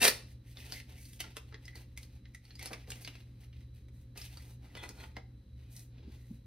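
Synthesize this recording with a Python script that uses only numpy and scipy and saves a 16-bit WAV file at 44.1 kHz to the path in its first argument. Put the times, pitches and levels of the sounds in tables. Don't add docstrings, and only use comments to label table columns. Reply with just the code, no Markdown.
import sys
import numpy as np
from scipy import signal
from scipy.fft import rfft, irfft, next_fast_len
from scipy.io import wavfile
from scipy.ndimage import map_coordinates

SR = 44100
rng = np.random.default_rng(int(sys.argv[2]) if len(sys.argv) > 2 else 0)


def master_out(mix):
    frames = np.transpose(np.atleast_2d(mix))
    ceiling = np.clip(frames, -1, 1)
    pcm = np.round(ceiling * 32767).astype(np.int16)
    wavfile.write(sys.argv[1], SR, pcm)


N = 284886


def amp(db):
    return 10 ** (np.asarray(db) / 20)


def unit(x):
    return x / np.sqrt(np.mean(x ** 2) + 1e-20)


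def along(points, hz):
    f, v = np.transpose(points)
    return np.interp(np.log(hz + 1), np.log(f + 1), v)


def wobble(rate):
    return map_coordinates(rng.standard_normal(int(N * rate / SR) + 4), [np.arange(N) * rate / SR])


def swell(start_s, length_s, attack_s, release_s):
    t = np.arange(N) / SR - start_s
    return np.clip(t / attack_s, 0, 1) * amp(-60 * np.clip((t - length_s) / release_s, 0, 2))


def bell(s, width_s):
    return np.exp(-np.minimum(abs(np.arange(N) / SR - s) / width_s, 10) ** 2)


def filtered(x, response):
    m = next_fast_len(x.shape[-1] + 8192)
    return irfft(rfft(x, m) * response(np.fft.rfftfreq(m, 1 / SR)), m)[..., :x.shape[-1]]


def coloured(x, spectrum):
    return unit(filtered(x, lambda hz: amp(along(spectrum, hz))))


def band(x, lo_hz, hi_hz):
    edges = [lo_hz, min(hi_hz, SR / 2 - 100)]
    return signal.sosfilt(signal.butter(3, edges, 'band', fs=SR, output='sos'), x)


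def resonant(x, modes):
    return unit(filtered(x, lambda hz: sum(
        (-1) ** k * amp(db) * 1j * hz * width / (centre ** 2 - hz ** 2 + 1j * hz * width)
        for k, (centre, width, db) in enumerate(modes))))


def snaps(size, rate, spread_db):
    impulses = (rng.random(size) < rate / SR) * rng.choice([-1, 1], size)
    return unit(impulses * amp(spread_db * np.minimum(rng.standard_normal(size), 2)))


def add(track, s, sound):
    part = track[round(s * SR):][:len(sound)]
    part += sound[:len(part)]


# (frequency [Hz], level [dB])
HUM_LINES = [(42, -66), (59, -58.5), (119.96, -55), (240, -80.5), (526.5, -81.5)]
# (frequency [Hz], spectral level [dB])
AIR_SPECTRUM = [(20, -36.5), (50, -16), (73, 6.5), (92, -11.5), (120, -2.5), (145, -14.5), (285, -15),
                (330, -22.5), (500, -30), (700, -42.5), (1100, -41), (4500, -45.5), (8000, -53),
                (15000, -54)]


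def fridge():
    t = np.arange(N) / SR
    hum = np.zeros(N)
    for hz, db in HUM_LINES:
        level = amp(db + 0.6 * wobble(2.5))
        phase = 2 * np.pi * (hz * t + rng.random()) + 0.061 * wobble(0.79)
        hum += level * np.sqrt(2) * np.sin(phase)
    whine = amp(-82) * unit(band(rng.standard_normal(N), 3880, 4040))
    air = amp(-55) * coloured(rng.standard_normal(N), AIR_SPECTRUM)
    brief_dip = amp(-5.5 * bell(2.417, width_s=0.085))
    return brief_dip * (hum + air) + whine


# (frequency [Hz], spectral level [dB])
TEAR_SPECTRUM = [(100, -16.5), (200, -6), (450, -6), (700, -7.5), (1100, -4.5), (1500, -3), (2000, -0.5),
                 (2800, -5.5), (4500, 0.5), (6500, -2), (9500, -1.5), (12000, -5.5), (15000, -6.5)]
# (frequency [Hz], bandwidth [Hz], gain [dB])
SHEET_MODES = [(449.4, 37, -3.5), (723, 50, -6), (1858, 140, -3), (1960, 70, -3.5), (2378, 46, 0.5),
               (2680, 40, 2), (2970, 37, -4), (3710, 72, -7.5)]
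# (time [s], gain [dB], thump level [dB])
JERKS = [(0.02, 2.5, -33), (0.032, 3, -45.5), (0.053, 5.5, -39), (0.084, 2, -32)]


def rip():
    breaks = snaps(N, rate=7000, spread_db=3.5) * amp(2.5 * wobble(400))
    fibres = unit(band(coloured(breaks, TEAR_SPECTRUM), 160, 19000))
    ring = resonant(snaps(N, rate=2500, spread_db=3.5), SHEET_MODES)
    tugs = sum(amp(db) * bell(s, width_s=0.0033) for s, _, db in JERKS)
    thump = tugs * unit(band(rng.standard_normal(N), 190, 900))
    return pull(attack_s=0.02) * fibres + amp(-6.5) * pull(attack_s=0.0065) * ring + thump


def pull(attack_s):
    start_s, length_s, release_s, rise_db_per_s = 0.011, 0.074, 0.049, 1899.5
    early_s = np.maximum(start_s - np.arange(N) / SR, 0)
    tighten = amp(-9 - rise_db_per_s * early_s) * swell(0, start_s, 0.0065, release_s)
    run = swell(start_s, length_s, attack_s, release_s)
    jerk_db = sum(db * bell(s, width_s=0.0052) for s, db, _ in JERKS)
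    return amp(-23.5 + jerk_db) * np.maximum(tighten, run)


# (time [s], duration [s], level [dB], relative hiss [dB], relative hollow body [dB])
STROKES = [(0.26, 0.059, -71, 2, -9), (0.458, 0.065, -70, 3, -11), (0.54, 0.17, -59.5, -0.5, -5.5),
           (0.719, 0.047, -52.5, 1, -9.5), (0.865, 0.11, -67, -3, -4), (0.932, 0.23, -70.5, 8.5, -27),
           (1.234, 0.044, -62.5, -22, -1.5), (1.741, 0.069, -62.5, -2.5, -3), (2, 0.036, -75.5, 9, 0),
           (2.417, 0.11, -73, -4.5, -9), (2.595, 0.075, -55.5, -14, -2.5), (2.703, 0.019, -61.5, -3, 12.5),
           (2.758, 0.081, -66.5, -7, -5), (2.854, 0.14, -64.5, 0.5, -0.5), (3.007, 0.016, -63, 7.5, -5),
           (3.069, 0.13, -67, -5.5, -5), (3.4, 0.028, -85, 12.5, 2), (3.516, 0.11, -75, -12, -20),
           (3.73, 0.062, -76.5, 1, -10), (3.914, 0.11, -80, 6, 0), (4.15, 0.033, -62.5, -5, -2),
           (4.181, 0.068, -57.5, 1, -13), (4.225, 0.2, -65.5, -0.5, -6), (4.421, 0.1, -70, 3.5, -0.5),
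           (4.586, 0.2, -70, -5.5, 1.5), (4.823, 0.016, -66.5, -1, 12.5), (4.915, 0.15, -66, -1.5, 2.5),
           (5.552, 0.15, -75.5, -6, -4), (5.695, 0.12, -69.5, 9.5, -5), (5.888, 0.29, -71.5, -38, -2.5),
           (6.05, 0.31, -77.5, 3, -5)]


def handling():
    release_s = 0.17
    held = swell(0.423, length_s=3.25, attack_s=0.026, release_s=release_s)
    stir = amp(-80 - 5 * wobble(23)) * held
    power = np.outer(amp([0, -3.5, -3.5]), stir) ** 2
    for s, length, db, hiss_db, hollow_db in STROKES:
        stroke = amp(db) * swell(s, length, 0.29 * length, release_s)
        power += np.outer(amp([0, hiss_db, hollow_db]), stroke) ** 2
    return np.sqrt(power)


FLAP_HZ, FLAP_WIDTH_HZ = 1998, 140
# (frequency [Hz], spectral level [dB])
PAPER_SPECTRUM = [(150, 6.5), (440, -2.5), (830, -3), (1150, -11), (1650, -3), (2000, -3), (2500, 6.5),
                  (3300, 0.5), (4500, -0.5), (6500, -1.5), (9500, -7.5), (15000, -8)]


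def rustle():
    middle_gain, hiss_gain, hollow_gain = handling()
    grains = snaps(N, rate=700, spread_db=2) * amp(4.6 * np.minimum(wobble(70), 1))
    sheet = coloured(unit(grains) + 0.84 * rng.standard_normal(N), PAPER_SPECTRUM)
    flicks = snaps(N, rate=500, spread_db=13.5)
    flap = amp(-8) * unit(band(flicks, FLAP_HZ - FLAP_WIDTH_HZ, FLAP_HZ + FLAP_WIDTH_HZ))
    hollow = unit(band(sheet, 241, 1410))
    middle = unit(band(sheet, 1430, 4980)) + flap
    hiss = unit(band(sheet, 7460, SR / 2))
    return hollow_gain * hollow + middle_gain * middle + hiss_gain * hiss


# (frequency [Hz], spectral level [dB])
SNAP_SPECTRUM = [(200, -0.5), (450, -6), (1000, -10), (2000, 6), (5000, 5.5), (9500, -7), (15000, -11.5)]


def clicks(rows, t60_s, attack_s, ring_db, crack_db, gain_db, flap_db=0):
    lead_s, reflection_s, q = 0.012, 0.0067, 13.3
    out, t = np.zeros(N), np.arange(SR // 10) / SR - lead_s
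    after = np.maximum(t, 0)
    strain = amp(-17.5) * np.exp(-abs(t) / 0.0077)
    decay = amp(-60 * after / t60_s) + 0.043 * amp(-60 * after / 0.2)
    envelope = decay * (1 - np.exp(-after / attack_s))
    crack = amp(crack_db) * unit(1.0 * (envelope == envelope.max()))
    for s, db, body_db, crisp_db, ring_hz in rows:
        avalanche = snaps(len(t), rate=9000, spread_db=4)
        burst = unit(envelope * avalanche + strain * band(avalanche, 460, 12100)) + crack
        ring_gain = amp(ring_db + flap_db * np.exp(-((ring_hz - FLAP_HZ) / FLAP_WIDTH_HZ) ** 2))
        ring = lambda hz: 1 + ring_gain * 1j * hz / (q * (ring_hz - hz ** 2 / ring_hz) + 1j * hz)
        click = filtered(burst, lambda hz: amp(along(SNAP_SPECTRUM, hz)) * ring(hz))
        low = amp(body_db) * unit(band(click, 290, 1160))
        reflection = amp(-10.5) * np.interp(t - reflection_s, t, low)
        middle = unit(band(click, 1530, 5700))
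        high = amp(crisp_db) * unit(band(click, 7830, SR / 2))
        add(out, s - lead_s, amp(db + gain_db) * (low + reflection + middle + high))
    return out


# (time [s], level [dB], relative body [dB], relative crispness [dB], facet resonance [Hz])
CRINKLES = [(.5706, -38, -11.5, -30, 3650), (.6024, -42, -28, -20, 2640), (.7221, -29, -10.5, -3, 4550),
            (.7995, -37.5, -14, -9, 1960), (1.053, -47.5, -34, 1, 4500), (1.1316, -47.5, -21, 2, 3290),
            (1.2033, -25.5, -12, -2, 2930), (1.2401, -40, 0.5, -23, 1400), (1.3671, -31.5, -3, -4, 2700),
            (1.5247, -50, 5.5, -29, 1357), (1.5424, -39, 0, -28, 1850), (1.654, -46.5, -29, 0.5, 5170),
            (1.6802, -37.5, -13, -15, 2050), (1.7549, -44.5, -4, 2.5, 4350), (1.9748, -35, -13, -2, 2130),
            (2.0298, -45.5, -19, 0.5, 4300), (2.2539, -47.5, -13, -33, 2000),
            (2.3471, -39, -10.5, -5, 2050), (2.452, -50.5, -16, -6, 4550), (2.506, -44, -11, -30, 4160),
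            (2.5533, -43.5, -15, -2, 4840), (2.5931, -36.5, -15, -5.5, 2180), (2.611, -43, -24, -13, 2300),
            (2.627, -40.5, -6, 5.5, 2090), (2.6574, -33.5, -10, 2.5, 10000), (2.672, -42, -11, 0, 5300),
            (2.7315, -31, -5.5, -7, 2650), (2.7404, -44.5, 3, -8, 2070), (2.874, -49, -12, -17, 1530),
            (2.9032, -36, -9.5, 4.5, 7100), (2.918, -31, -11.5, -8.5, 2840),
            (3.0478, -33.5, -16, -10, 4500), (3.0755, -31, -7, -11, 2900), (3.1533, -43, -4.5, -13, 2620),
            (3.5281, -52.5, -14, -20, 2850), (3.884, -58, -1, -5, 2205), (4.158, -56, 7.5, -14, 1870),
            (4.1747, -37, -9, 1.5, 2600), (4.215, -39, -14, 0, 5300), (4.3713, -42, -5, -1, 4530)]


def wrapper_crinkles():
    return clicks(CRINKLES, t60_s=0.02, attack_s=0.00036,
                  ring_db=10.5, crack_db=-13, gain_db=-23, flap_db=6)


# (time [s], duration [s], level [dB], frequency [Hz])
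RASPS = [(0.74, 0.034, -53, 2076), (0.96, 0.045, -67, 2276), (1.722, 0.03, -58.5, 2000),
         (4.753, 0.063, -55.5, 3430), (4.973, 0.037, -62.5, 4240), (5.01, 0.052, -62.5, 895)]


def rasps():
    out, t = np.zeros(N), np.arange(N) / SR
    sag_per_s = 0.46
    jitter = 0.046 * wobble(900)
    grit = unit(amp(2.4 * wobble(300)))
    for s, length, db, hz in RASPS:
        pitch = hz * (1 - sag_per_s * (t - s - length / 2) + jitter)
        tone = np.sqrt(2) * np.sin(2 * np.pi * np.cumsum(pitch) / SR)
        out += amp(db) * swell(s, length, length / 2, release_s=0.067) * grit * tone
    return out


# (time [s], level [dB], cutoff frequency [Hz])
BUMPS = [(2.73, -50, 700), (2.877, -45.5, 644), (4.753, -52, 593), (4.893, -43.5, 450), (5.168, -41, 900),
         (6.074, -45.5, 379), (6.306, -34.5, 235)]
# (frequency [Hz], level [dB], 60 dB decay time [s])
COUNTER_MODES = [(197, -2, 0.048), (308, -9.5, 0.042), (469, -1.5, 0.051), (760, 6.5, 0.029),
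                 (1210, -4, 0.049), (1380, 0, 0.05), (2070, 2, 0.022), (3350, 7, 0.025)]


def bumps():
    out, t = np.zeros(N), np.arange(SR // 4) / SR
    scatter_db, thud_t60_s = 1.5, 0.056
    onset = 1 - np.exp(-t / 0.00195)
    for s, db, cutoff_hz in BUMPS:
        ring = np.zeros(len(t))
        for hz, mode_db, t60 in COUNTER_MODES:
            decay = amp(mode_db + scatter_db * rng.uniform(-1.1, 1) - 60 * t / t60)
            ring += decay / (1 + (hz / cutoff_hz) ** 4) * np.sin(2 * np.pi * hz * t)
        thud = amp(-2 - 60 * t / thud_t60_s) * unit(band(rng.standard_normal(len(t)), 145, cutoff_hz))
        add(out, s, amp(db) * (ring + thud) * onset)
    return out


# (time [s], duration [s], scrape level [dB], ring level [dB])
SHOVES = [(4.737, 0.062, -58, -57), (4.81, 0.032, -50.5, -52), (4.955, 0.069, -56.5, -57)]
# (frequency [Hz], spectral level [dB])
SCRAPE_SPECTRUM = [(150, -10), (400, 5), (700, -6), (1400, 0), (2500, -17), (3500, -4), (4300, -12),
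                   (6500, -12.5), (15000, -24.5)]
# (frequency [Hz], bandwidth [Hz], gain [dB])
UTENSIL_MODES = [(852, 31, 0.5), (1063, 43, -0.5), (1445, 48, -11), (2000, 56, 1.5), (2500, 105, -1.5),
                 (3350, 140, -5.5), (4270, 49, -8)]


def slide():
    scrape, ring = np.zeros((2, N))
    for s, length, scrape_db, ring_db in SHOVES:
        shove = swell(s, length, 0.53 * length, release_s=0.24)
        scrape += amp(scrape_db) * shove
        ring += amp(ring_db) * shove
    friction = snaps(N, rate=1200, spread_db=3.5) * amp(4.9 * wobble(110))
    return scrape * coloured(friction, SCRAPE_SPECTRUM) + ring * resonant(friction, UTENSIL_MODES)


# (time [s], level [dB], relative body [dB], relative crispness [dB], resonance [Hz])
TICKS = [(4.7518, -33, -1, -14, 2920), (4.8908, -37.5, -3, 5, 2070), (5.039, -38.5, -12, -16.5, 2500),
         (5.1662, -31, -1.5, -17.5, 2050), (5.7641, -51, -16, 17, 4170), (5.772, -55, -14, 10, 2970),
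         (5.7936, -49.5, -12, 10.5, 3900)]


def utensil_ticks():
    return clicks(TICKS, t60_s=0.015, attack_s=0.00019, ring_db=5, crack_db=-9, gain_db=-27.5)


def sleeve():
    brush = swell(5.91, length_s=0.095, attack_s=0.095, release_s=1)
    return amp(-64.5) * brush * unit(band(rng.standard_normal(N), 133, 440))


# (frequency [Hz], reverberation time [s])
ROOM_DECAY = [(150, 0.51), (500, 0.38), (2000, 0.33), (5000, 0.35), (15000, 0.23)]


def echo():
    hz, t, spectra = signal.stft(rng.standard_normal(SR // 2), SR, nperseg=256)
    decay = amp(-60 * t / along(ROOM_DECAY, hz)[:, None])
    tail = signal.istft(spectra * decay, SR, nperseg=256)[1]
    age = np.arange(len(tail)) / SR
    onset = 1 - np.exp(-age / 0.0018)
    early_boost = 1 + 3.1 * np.exp(-age / 0.014)
    tail = tail * onset * early_boost
    return tail / np.linalg.norm(tail)


def kitchen(x):
    out, hop = np.zeros(N), SR // 3
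    for start in range(0, N, hop):
        add(out, start / SR, signal.fftconvolve(x[start:start + hop], echo()))
    return out


# (frequency [Hz], side gain relative to mid [dB])
STEREO_WIDTH = [(60, -57.5), (400, -7.5), (720, -3), (1350, 0), (2050, -10.5), (2700, -0.5), (3800, -13.5),
                (4900, 0.5), (6750, 2.5), (7100, 20), (7750, 19.5), (7950, 0), (11500, -7), (12500, -3.5),
                (15500, 8)]


def scene():
    clicking = wrapper_crinkles() + utensil_ticks()
    direct = clicking + amp(-1) * rip() + rustle() + slide() + bumps() + sleeve() + rasps()
    quadrature = filtered(direct, lambda hz: -1j)
    mid = direct + amp(-4) * kitchen(direct) + fridge()
    side = amp(-2) * quadrature + amp(-4) * kitchen(direct) + fridge()
    angle = lambda hz: np.arctan(amp(along(STEREO_WIDTH, hz)))
    mid = filtered(mid, lambda hz: np.cos(angle(hz)))
    side = filtered(side, lambda hz: np.sin(angle(hz)))
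    return np.array([mid + side, mid - side])


def record(dry):
    cutoff_hz = 15700
    return filtered(dry, lambda hz: 1 / np.sqrt(1 + (hz / cutoff_hz) ** 160))


dry = scene()
out = record(dry)
master_out(out)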